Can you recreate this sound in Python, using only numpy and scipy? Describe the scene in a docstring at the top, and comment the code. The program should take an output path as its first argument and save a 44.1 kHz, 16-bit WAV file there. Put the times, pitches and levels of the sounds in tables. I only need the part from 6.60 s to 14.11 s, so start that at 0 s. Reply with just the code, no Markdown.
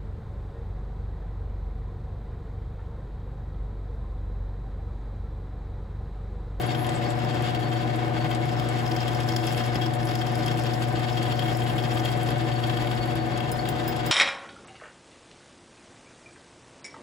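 """A drill press runs steadily in a small workshop while a twist bit bores slowly into a steel bolt held in a vise.
The motor's hum and whine are sine tones; belt, bearings and cutting edges are trains of tiny random
impacts coloured by the resonances of the machine. The edges bite and squeak, and curls of swarf
(metal shavings) crackle, whistle and tick against the steel. Two close microphones hear it."""
import sys
import numpy as np
from scipy import signal
from scipy.fft import rfft, irfft, next_fast_len
from scipy.io import wavfile
from scipy.ndimage import map_coordinates

SR = 44100
rng = np.random.default_rng(int(sys.argv[2]) if len(sys.argv) > 2 else 0)


def wrap_up_sound(samples):
    """Save the sound to the file named by the first command line argument, as 16-bit audio."""
    columns = np.atleast_2d(samples).T
    # keep every value between -1 and 1, then stretch to whole-number steps
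    tamed = np.clip(columns, -1, 1)
    steps = np.round(tamed * 32767).astype(np.int16)
    wavfile.write(sys.argv[1], SR, steps)


N = 331191
T = np.arange(N) / SR  # time of each sample, s
SIDES = np.array([[.5], [-.5]])  # half of a left-right difference goes to each side
TOP_HZ = 15900  # band limit
RIPPLE_HZ = 120  # pulses of the motor's torque
THROB_HZ = 6.25  # slow throb of the lowest hum tone
TURN_HZ = 4.8  # turns of the bit a second

# Resonances of the press's head and table: pitch_hz, width_hz, lift_db
FRAME = [(144.5, 13.7, 15), (304.6, 16, 10), (320, 26, 7), (584.4, 31.5, 10.5), (1016, 30, 6.5),
         (1217, 53, 5), (1534, 61, 8.5), (1792, 150, 6), (1984, 23, 9), (2182, 29, 11.5)]
# Resonances of bit, chuck and vise: pitch_hz, width_hz, lift_db
BIT = [(2173, 26, 14), (2670, 135, 13.5), (2894, 13, 19.5), (3256, 99, 18.5), (3647, 114, 13),
       (4490, 63, 12), (5085, 97, 6.5), (5580, 240, -15), (7180, 400, 12), (8005, 75, 17), (9870, 83, 15),
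       (12840, 700, 11.5)]
# Grinding, stronger as the bit is fed harder: start_s, level_db (before a trim)
FEED = [(0.0, -41.5), (0.55, -44.5), (0.85, -41.5), (1.45, -45.5), (1.75, -44), (2.65, -43.5), (2.9, -38.5),
        (3.22, -47), (3.35, -47), (3.7, -43.5), (4.4, -41.5), (4.8, -44), (5.05, -44.5), (5.3, -41.5),
        (5.85, -42), (6.25, -42.5), (6.7, -44.5), (7.51, -42)]
# Crackle of swarf in the flutes: start_s, level_db (before a trim)
CURL = [(0.0, -53), (0.14, -57), (0.35, -59), (1.46, -60), (2.59, -54.5), (2.87, -50), (3.3, -58.5),
        (3.66, -54.5), (4.6, -54.5), (5.48, -50.5), (5.79, -56.5), (6.32, -54.5), (6.78, -59), (7.51, -56)]
# Broad filter for crunches and crumbs, strongest near 5300 Hz, with a made dip at 9000 Hz:
# pitch_hz, density_db (per Hz)
CRUNCH = [(1500, -29), (3500, -12), (4900, 11), (5300, 17.5), (6100, 5), (9000, -21), (16000, -4)]
# Balance between the microphones: pitch_hz, left_minus_right_db
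TILT = [(40, -3), (140, 2.5), (320, 1), (480, 2), (780, 7), (1200, 1.5), (1800, 1), (2900, 6.5), (3400, 3),
        (4600, 7.5), (6500, 1), (16000, -0.5)]


def amp(db):
    """Gain of a level in dB."""
    return 10 ** (np.asarray(db) / 20)


def unit(x):
    """x scaled to an rms (average strength) of 1."""
    return x / np.sqrt(np.mean(x ** 2) + 1e-20)


def along(points, hz):
    """Values between (Hz, value) points joined on a log axis."""
    f, v = np.transpose(points)
    return np.interp(np.log(hz + 1), np.log(f + 1), v)


def curves(rows):
    """One value per sample for each column after the time."""
    s, *cols = np.transpose(rows)
    return [np.interp(T, s, c) for c in cols]


def wobble(rate):
    """A smooth random curve with rate knots a second."""
    coarse = T[::16]
    knots = rng.standard_normal(1024)
    return np.interp(T, coarse, map_coordinates(knots, [coarse * rate], mode="wrap"))


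def swell(s, width):
    """A bell-shaped rise and fall around time s; width is one standard deviation in s."""
    out = np.zeros(N)
    near = slice(*np.searchsorted(T, [s - 5 * width, s + 5 * width]))
    out[near] = np.exp(-.5 * ((T[near] - s) / width) ** 2)
    return out


def filtered(x, response):
    """x with each frequency multiplied by response(hz)."""
    m = next_fast_len(N + 8192)
    return irfft(rfft(x, m) * response(np.fft.rfftfreq(m, 1 / SR)), m)[..., :N]


def body(x, slope, resonances):
    """x through a vibrating body: a broad slope lifted by resonances, which respond only after a blow."""
    def response(hz):
        lift = sum((amp(db) ** 2 - 1) / (1 + (2 * (hz - f) / w) ** 2) for f, w, db in resonances)
        gain = amp(along(slope, hz)) * np.sqrt(np.maximum(1 + lift, 1e-3))
        # folding the cepstrum (spectrum of the log gain) gives a minimum-phase filter
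        cepstrum = irfft(np.log(gain))
        half = len(cepstrum) // 2
        cepstrum[1:half] *= 2
        cepstrum[half + 1:] = 0
        return np.exp(rfft(cepstrum))
    return filtered(x, response)


def shifting(x, slope, detune=0.013, rate=13):
    """x through the bit, whose resonances slide up and down as the edges grip and let go."""
    def detuned(way):
        return body(x, slope, [(f * (1 + way * detune), w, db) for f, w, db in BIT])
    slack, tight = detuned(-1), detuned(1)
    grip = (1 + np.tanh(2 * wobble(rate))) / 2
    return unit(slack * (1 - grip) + tight * grip)


def grains(density, spread_db):
    """Two trains of random tiny impacts, density a second; spread_db sets how unequal their sizes are."""
    hit = rng.random((2, N)) < density / SR
    size_db = spread_db * np.minimum(rng.exponential(size=(2, N)), 4)
    return unit(hit * rng.standard_normal((2, N)) * amp(size_db))


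def ripple(depth, third=0):
    """The motor's torque pulses twice per mains cycle and shakes what rubs; a third harmonic adds a rasp."""
    phase = 2 * np.pi * RIPPLE_HZ * T
    pulse = depth * (np.cos(phase) + .5 * np.cos(2 * phase))
    return unit(np.exp(pulse + third * np.cos(3 * phase)))


def tone(hz, db, pan_db, lead, clock):
    """A machine tone at an rms level; standing waves give it its own balance and lag."""
    phase = 2 * np.pi * (hz * clock + rng.random())
    return np.sqrt(2) * amp(db + SIDES * pan_db) * np.sin(phase + SIDES * lead)


def sing(hz, waver, rate):
    """A stick-slip tone of rms 1 whose pitch trembles."""
    phase = 2 * np.pi * np.cumsum(hz * (1 + waver * wobble(rate))) / SR
    return unit(np.array([np.sin(phase), np.cos(phase)]))


def motor(throb_db=0.5):
    """Magnetic hum is locked to the mains, its lowest tone throbbing; the rotor's tones waver and beat with it."""
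    # Multiples of twice the mains frequency: pitch_hz, level_db (unused in the first row),
    # left_minus_right_db, left_lead_rad
    hum_tones = [(120, -29, 6, 0.9), (240, -41, 4, 1.7), (360, -44, 4, 0.1), (480, -48, -13, 0.8),
                 (600, -48, 10, -1.9), (720, -42, 18, -1.9), (840, -57, 9, -0.2)]
    # Lowest hum tone: start_s, level_db
    hum_level = [(0.0, -31), (1.3, -30), (6.17, -29), (7.05, -34), (7.51, -33.5)]
    # Rotor slots, shaft and pulleys: pitch_hz, level_db, left_minus_right_db, left_lead_rad
    shaft_tones = [(101.1, -52, 5, 0.1), (138.8, -46, 5, 0.1), (227.4, -47, 4, 0.0), (233.7, -51, 4, 0.4),
                   (472.6, -52, 2, -0.0), (570.2, -48, 10, 2.8), (629.5, -44, 2, 2.8),
                   (742.3, -42, 10, -0.3), (770.8, -53, 2, 0.3), (1490.7, -53, 3, 2.9),
                   (1781.6, -58, 9, 2.3)]
    throb = amp(throb_db * np.sin(2 * np.pi * THROB_HZ * T + 0.71 * wobble(1.3)))
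    (hz, _, pan_db, lead), *overtones = hum_tones
    out = tone(hz, curves(hum_level)[0], pan_db, lead, T) * throb
    for hz, db, pan_db, lead in overtones:
        out += tone(hz, db, pan_db, lead, T)
    slip = .0005 * wobble(3)
    rotor_clock = T + np.cumsum(slip) / SR
    for hz, db, pan_db, lead in shaft_tones:
        out += tone(hz, db, pan_db, lead, rotor_clock)
    return out


def guard(pitch_hz=329, waver=0.012, pan_db=2.0, level_db=-41.5, swing_db=4.0, swell_rate=14, slap_s=0.024):
    """The belt guard drones unevenly on one mode and swells when the belt slaps."""
    # Belt slaps: centre_s, level_db (before the 1 dB cut below)
    belt_slaps = [(1.8, -34.5), (2.343, -31), (2.523, -37.5), (2.842, -31), (2.973, -37), (3.261, -32.5),
                  (3.445, -34), (3.801, -33), (3.975, -35), (4.614, -33.5), (4.861, -36), (5.421, -31),
                  (5.841, -29.5), (6.583, -33), (7.221, -34)]
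    clock = T + np.cumsum(waver * wobble(30)) / SR
    drone = amp(level_db + swing_db * np.tanh(wobble(swell_rate)))
    slaps = sum(amp(db - 1) * swell(s, slap_s) for s, db in belt_slaps)
    return np.hypot(drone, slaps) * tone(pitch_hz, 0, pan_db, 0, clock)


def belt(level_db=-32.0, flutter_db=0.8):
    """Belt and bearings rattle the head of the press in many small, fluttering impacts."""
    # Colour of the running noise: pitch_hz, density_db (per Hz)
    rumble = [(20, -21), (34, -8.5), (52, 4), (110, -2), (200, -0.5), (270, -3), (390, 0), (520, -3.5),
              (670, -2), (800, -1.5), (900, -4.5), (1300, -8), (2000, -13), (3800, -18.5), (7000, -34.5),
              (16000, -50)]
    rattle = grains(density=6000, spread_db=2.0) * ripple(depth=0.035, third=0.05)
    rattle = rattle * amp(flutter_db * wobble(25))
    return amp(level_db) * unit(body(rattle, rumble, FRAME))


def bite(s, rise_s=0.0014, fall_s=0.0029):
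    """An edge digs in quickly at time s and lets go more slowly."""
    out = swell(s, fall_s)
    start = np.searchsorted(T, s)
    out[:start] = swell(s, rise_s)[:start]
    return out


def catches(feed_share=0.32, count=84, spread_db=3.2, scatter_s=0.018):
    """Twice a turn an edge catches on the steel, a little early or late, and harder under a heavy feed."""
    chance = rng.standard_normal((count, 2))
    times = np.arange(count) / (2 * TURN_HZ) + scatter_s * chance[:, 0]
    feed_db = np.interp(times, *np.transpose(FEED))
    sizes_db = feed_share * (feed_db - feed_db.mean()) + spread_db * np.clip(chance[:, 1], -2, 1)
    return times, amp(sizes_db)


def cutting(grind_db=-1.0, bite_db=2, crunch_db=2, frame_db=-4, bite_frame_db=-4.5, uneven_db=6.0, surge_db=1.5):
    """Steel shears in tiny fractures that shake the frame; edges catch, or dig in with a scrape and crunch."""
    # Hard bites: centre_s, scrape_db, crunch_db (both before trims), fall_s (width of the falling half)
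    bites = [(0.148, -37.5, -52, 0.0071), (0.247, -38, -58, 0.0061), (0.589, -41.5, -56, 0.0055),
             (0.648, -52, -47, 0.0046), (0.949, -35, -49, 0.0044), (1.645, -38.5, -60, .006),
             (1.713, -35.5, -61, .006), (1.998, -33.5, -47, 0.0036), (2.263, -43, -44, .005),
             (2.315, -37, -42, 0.0059), (2.364, -39.5, -37.5, 0.0056), (2.43, -38, -50, 0.0058),
             (2.48, -36, -47, 0.0069), (2.604, -42, -45, 0.0054), (2.688, -38, -38.5, .007),
             (2.721, -43, -41, .004), (2.764, -35, -32.5, 0.0049), (2.873, -40, -42, 0.021),
             (2.925, -41, -49, .006), (2.978, -39, -45, 0.0085), (2.997, -38.5, -46, 0.015),
             (3.039, -45, -43, .005), (3.156, -36.5, -39, 0.007), (3.214, -38, -48, 0.027),
             (3.261, -41, -41, 0.006), (3.43, -51, -47, .005), (3.472, -42, -43, 0.0055),
             (3.49, -39, -41, 0.0054), (3.512, -37, -48, 0.006), (3.555, -39, -36, 0.0039),
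             (3.615, -36, -53, 0.0075), (3.668, -41, -48, .007), (3.755, -44, -48, .004),
             (3.863, -43, -39, .004), (3.882, -37, -42, 0.0066), (3.914, -37.5, -44, 0.0056),
             (3.996, -47, -44, .003), (4.064, -38, -45, 0.01), (4.137, -41, -41.5, 0.0057),
             (4.573, -35.5, -52, 0.009), (4.655, -39, -58, .014), (4.722, -33.5, -47, 0.0065),
             (4.792, -34.5, -55, 0.0077), (4.823, -37, -53, .006), (4.856, -36, -56, 0.009),
             (4.88, -39.5, -58, 0.021), (5.02, -43, -58, 0.009), (5.097, -38.5, -53, 0.0077),
             (5.181, -36.5, -54, 0.016), (5.238, -39, -53, 0.0085), (5.373, -34.5, -56, 0.0077),
             (5.397, -45, -42, 0.0048), (5.456, -34, -51, 0.0074), (5.489, -37, -56, .005),
             (5.689, -35, -44, .005), (6.038, -38, -51, 0.007), (6.098, -33, -49, .005),
             (6.172, -37.5, -54, .008), (6.272, -38, -60, 0.0055), (6.314, -35.5, -54, .006),
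             (6.805, -37, -58, .006), (7.055, -37, -58, 0.0062)]
    # Colours of steady grinding, hard scrapes and the jolts to the frame: pitch_hz, density_db (per Hz)
    grind_colour = [(300, 0.5), (900, -1), (1700, 0.5), (2900, -4), (3700, -4.5), (4800, -3), (6300, -12.5),
                    (8500, -20), (16000, -28)]
    scrape_colour = [(500, -1), (1700, 0.5), (2700, -2.5), (3050, -1), (3270, 3), (3600, -2.5),
                     (5000, -4.5), (5900, -19), (16000, -15)]
    jolt_colour = [(500, -30.5), (1200, 9.5), (2100, 1.5), (4000, -24.5)]
    # how strong each part is over time
    surges = unit(amp(uneven_db * np.tanh(wobble(55)) + surge_db * np.tanh(wobble(14))))
    caught = sum(size * bite(s) for s, size in zip(*catches()))
    steady = amp(curves(FEED)[0] + grind_db) * np.hypot(surges, caught)
    digs = [bite(s, fall_s=fall) for s, _, _, fall in bites]
    dig = sum(amp(db + bite_db) * shape for (_, db, _, _), shape in zip(bites, digs))
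    snap = sum(amp(db + crunch_db) * shape for (_, _, db, _), shape in zip(bites, digs))
    # the sounds themselves
    fractures = grains(density=8000, spread_db=2)
    grind = shifting(fractures * ripple(depth=0.051, third=0.11), grind_colour)
    scrape = shifting(grains(density=7000, spread_db=1.0), scrape_colour)
    frame = unit(body(rng.standard_normal((2, N)), jolt_colour, FRAME))
    crunch = unit(body(grains(density=4500, spread_db=2.5), CRUNCH, BIT))
    shake = np.hypot(amp(frame_db) * steady, amp(bite_frame_db) * dig)
    return steady * grind + dig * scrape + snap * crunch + shake * frame


def swarf(trim_db=-0.5, uneven_db=3.0):
    """Curls scrape up the flutes (grooves of the bit) with a fine, uneven crackle."""
    # Colour of thin swarf: pitch_hz, density_db (per Hz)
    swarf_colour = [(1500, -36), (4000, -12), (6000, 7), (8000, 7), (11000, 11), (14000, 3.5), (16000, 8.5)]
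    crackle = grains(density=3800, spread_db=-0.5) * ripple(depth=0.2) * amp(uneven_db * wobble(60))
    return amp(curves(CURL)[0] + trim_db) * unit(body(crackle, swarf_colour, BIT))


def crumbs(trim_db=-1, rate=55, t60=0.064):
    """Crumbs of steel break in the flutes and ring the bit, more strongly when the chips are brittle."""
    # Crumbling as the chips grow brittle: start_s, level_db (before the trim)
    brittle = [(0.0, -55.5), (1.5, -65), (2.4, -48), (2.9, -52), (3.3, -59), (3.5, -51), (5.0, -53.5),
               (5.3, -50.5), (6.6, -61), (7.51, -56)]
    breaks = (rng.random(N) < rate / SR) * rng.uniform(0.4, 1, N)
    dying = signal.fftconvolve(breaks, amp(-60 * T[:2048] / t60))[:N]  # t60: time to fall 60 dB, s
    noise = dying * rng.standard_normal((2, N))
    return amp(curves(brittle)[0] + trim_db) * unit(body(noise, CRUNCH, BIT))


def small_chips(top_db=-14, count=26, over_crackle_db=12.5, spread_db=4):
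    """Small chips fall at random, harder when more swarf is running: rows of time, level and treble."""
    chance = rng.random((count, 2))
    times = (np.arange(count) + chance[:, 0]) / count * T[-1]
    levels = np.interp(times, *np.transpose(CURL)) + over_crackle_db + spread_db * (2 * chance[:, 1] - 1)
    return [(s, db, top_db) for s, db in zip(times, levels)]


def chips(trim_db=-7.0, t60=0.03, rise_s=0.00036, brightening=0.88, stutter_db=3.0):
    """Ticks, mostly chips landing on the steel: each a short stutter of contacts, duller or brighter."""
    # Loud ticks; the first two are clicks where the sound starts abruptly, the others chips that
    # hit the vise: start_s, level_db (before the trim), treble_db (relative)
    loud_ticks = [(0.011, -34.5, 6), (0.017, -37, 1), (0.266, -37.5, -22), (0.291, -33.5, -28),
                  (0.5033, -37, -24), (0.822, -40, -9), (1.748, -33, -29), (2.087, -35, -23),
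                  (2.479, -39, -22), (2.604, -38.5, -22), (2.688, -40, -3), (2.7624, -38, -14),
                  (2.868, -37.5, -24), (2.979, -38, -31), (3.062, -41, -16), (3.336, -38.5, -24),
                  (3.452, -41, -14), (3.553, -37, -17), (3.7535, -40, -18), (3.861, -37, -15),
                  (3.9935, -40, -14), (4.0362, -37.5, -23), (4.222, -36, -27), (4.629, -34.5, -28),
                  (5.003, -38, -27), (5.334, -42, -11), (5.631, -38, -12), (6.457, -43, -4),
                  (6.555, -36.5, -10), (6.775, -36, -25)]
    # Colour of a tick: pitch_hz, density_db (per Hz)
    tick_colour = [(1500, -7), (3500, 1), (5200, 7), (7500, 4), (11000, 11), (16000, -14)]
    t = np.arange(4096) / SR
    out = np.zeros((2, N + len(t)))
    hz = np.fft.rfftfreq(len(t), 1 / SR)
    usual_db = np.mean([row[2] for row in loud_ticks])
    for s, db, top_db in loud_ticks + small_chips():
        contacts_db = stutter_db * rng.uniform(-0.91, 1, len(t) // 32).repeat(32)
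        stutter = rng.standard_normal((2, len(t))) * amp(contacts_db)
        # treble is raised above 8000 Hz as much as the rest is lowered, or the reverse
        colour = amp(brightening * (top_db - usual_db) * np.clip((hz - 8000) / 4000, -1, 1))
        burst = unit(irfft(rfft(stutter) * colour))
        burst = burst * amp(-60 * t / t60) * (1 - np.exp(-t / rise_s))
        out[:, round(s * SR):][:, :len(t)] += amp(db + trim_db) * burst
    return body(out[:, :N], tick_colour, BIT)


def whistles():
    """Thin swarf dragged over the bolt sings high and hoarse, its pitch trembling fast."""
    # Scraping curls: centre_s, level_db, pitch_hz, length_s (two standard deviations of the swell)
    curl_scrapes = [(0.07, -47, 10900, 0.014), (0.212, -49.5, 11200, 0.061), (0.358, -44, 8100, 0.021),
                    (0.505, -50, 7750, 0.024), (2.97, -50, 11400, 0.028), (3.473, -53, 10700, 0.072)]
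    return sum(amp(db) * swell(s, length / 2) * sing(hz, waver=0.068, rate=1100)
               for s, db, hz, length in curl_scrapes)


def squeaks(pitch_hz=4470, fade_s=0.029):
    """Stick-slip against the hole's wall sings a mode of the bit: faint chirps in fits and clear squeaks."""
    # Spells of rubbing on the wall of the hole: start_s, end_s, level_db (before the fits)
    rubs = [(0.7, 1.407, -51), (5.9, 6.9, -61)]
    # Clear squeaks: centre_s, level_db, length_s (two standard deviations of the swell)
    clear_squeaks = [(0.46, -45, 0.018), (1.568, -48, 0.014), (1.614, -48, .024), (4.745, -50, .02),
                     (5.927, -48, .014), (5.967, -46, 0.018), (6.043, -46, .022), (6.177, -50, .028),
                     (6.431, -42.5, 0.024), (6.485, -51, .018), (6.61, -50, 0.035), (6.748, -49, 0.014),
                     (6.996, -39.5, 0.013)]
    spells = sum(amp(db) * np.clip(np.minimum(T - start, end - T) / fade_s, 0, 1) for start, end, db in rubs)
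    fits = np.tanh(np.maximum(wobble(24), 0))
    clear = sum(amp(db) * swell(s, length / 2) for s, db, length in clear_squeaks)
    return (spells * fits + clear) * sing(pitch_hz, waver=0.00706, rate=330) * ripple(depth=0.16)


def thuds(pitch_hz=60, width_s=0.022):
    """A few soft low thuds under the hum, each a brief swell of a low tone."""
    # Dull thuds late in the cut: centre_s, level_db
    late_thuds = [(6.41, -38), (6.56, -36), (6.89, -41)]
    return sum(swell(s, width_s) * tone(pitch_hz, db, along(TILT, pitch_hz), 0, T) for s, db in late_thuds)


def pings(ring_db=-3, crack_db=-11, crack_t60=0.062, blur=0.055, snap_t60=0.0075):
    """A whipping curl strikes the steel: a hard snap, a short rattle and a thin, high, slightly rough ring."""
    # Strikes: start_s, level_db, then ring levels before trims: low_db, middle_db, top_db
    strikes = [(6.917, -33, -40, -30, -43), (7.0888, -29.5, -46, -34, -42), (7.278, -31.5, -36, -35, -31),
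               (7.463, -31, -39, -33, -38)]
    # Ringing modes of the steel: pitch_hz, level_db (added to the ring levels), t60_s
    steel = [(5090, 0, 0.22), (9534, 3, .05), (10900, -7, .04), (12300, -11, .05), (15150, 3, 0.12),
             (15520, 0, .09)]
    # Colour of snap and rattle: pitch_hz, density_db (per Hz)
    crack_colour = [(2000, -18), (5000, -1), (9000, -6), (16000, 0)]
    t = np.arange(SR // 4) / SR
    rings, cracks = np.zeros((2, 2, N + len(t)))
    for s, db, low_db, middle_db, top_db in strikes:
        strength = [(steel[0][0], low_db), (steel[1][0], middle_db),
                    (steel[-3][0], middle_db), (steel[-2][0], top_db)]
        ring = 0
        for hz, level, t60 in steel:
            # a random walk of phase roughens the higher modes most
            roughness = blur * hz / steel[-1][0] * np.cumsum(rng.standard_normal(len(t)))
            mode_db = level + along(strength, hz) + rng.normal(0, 1.2)
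            ring = ring + amp(mode_db - 60 * t / t60) * np.sin(2 * np.pi * hz * t + roughness)
        rings[0, round(s * SR):][:len(t)] += amp(ring_db) * ring * (1 - np.exp(-t / 0.0009))
        snap = amp(db - 60 * t / snap_t60)
        rattle = amp(db + crack_db - 60 * t / crack_t60)
        cracks[:, round(s * SR):][:, :len(t)] += (snap + rattle) * rng.standard_normal((2, len(t)))
    return rings[:, :N] + body(cracks[:, :N], crack_colour, BIT)


def microphones(pair):
    """Two unrelated signals become left and right, partly alike, with the balance and lag of the spot."""
    # How alike the two sides are: pitch_hz, likeness (0 to 1)
    alike = [(50, 0.62), (300, 0.97), (500, 0.7), (800, 0.73), (2000, 0.32), (4500, 0.31), (7000, 0.93),
             (15000, 1)]
    # Phase between the microphones: pitch_hz, left_lead_rad
    phase_lead = [(450, 0), (620, -2.4), (800, .2), (1050, 1.4), (1400, 2.2), (2200, 0), (3500, -.6),
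                  (7500, 0), (8900, 3.1), (10400, 6.2), (11700, 6.3), (13200, 9.4), (14600, 12.5)]

    def shares(hz):
        turn = np.arccos(np.clip(along(alike, hz), -1, 1)) / 2
        return np.array([np.cos(turn), np.sin(turn)])

    def placing(hz):
        return amp(SIDES * along(TILT, hz)) * np.exp(1j * SIDES * along(phase_lead, hz))
    mid, side = filtered(pair, shares)
    return filtered(np.array([mid + side, mid - side]), placing)


def shop(x):
    """The small room's short answer: fading noise, different at each microphone."""
    # Time for the room to fall 60 dB: pitch_hz, t60_s
    room_fade = [(200, 0.075), (3000, 0.42), (14000, 0.017)]
    hz, t, z = signal.stft(rng.standard_normal((2, SR // 3)), SR, nperseg=256)
    fade = amp(-60 * t / along(room_fade, hz)[:, None])
    tail = signal.istft(z * fade, SR, nperseg=256)[1]
    tail = np.pad(tail, ((0, 0), (SR // 200, 0)))  # the answer starts 5 ms late
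    return signal.fftconvolve(x, tail / np.linalg.norm(tail[0]), axes=1)[:, :N]


def scene(room_db=-13):
    """Motor and belt run while the bit works; only the work is echoed by the room."""
    work = cutting() + swarf() + crumbs() + chips() + pings() + squeaks() + whistles()
    return motor() + guard() + thuds() + microphones(belt() + work) + amp(room_db) * shop(work)


def record(dry):
    """Nothing is kept above the band limit."""
    return filtered(dry, lambda hz: hz < TOP_HZ)


dry = scene()
out = record(dry)
wrap_up_sound(out)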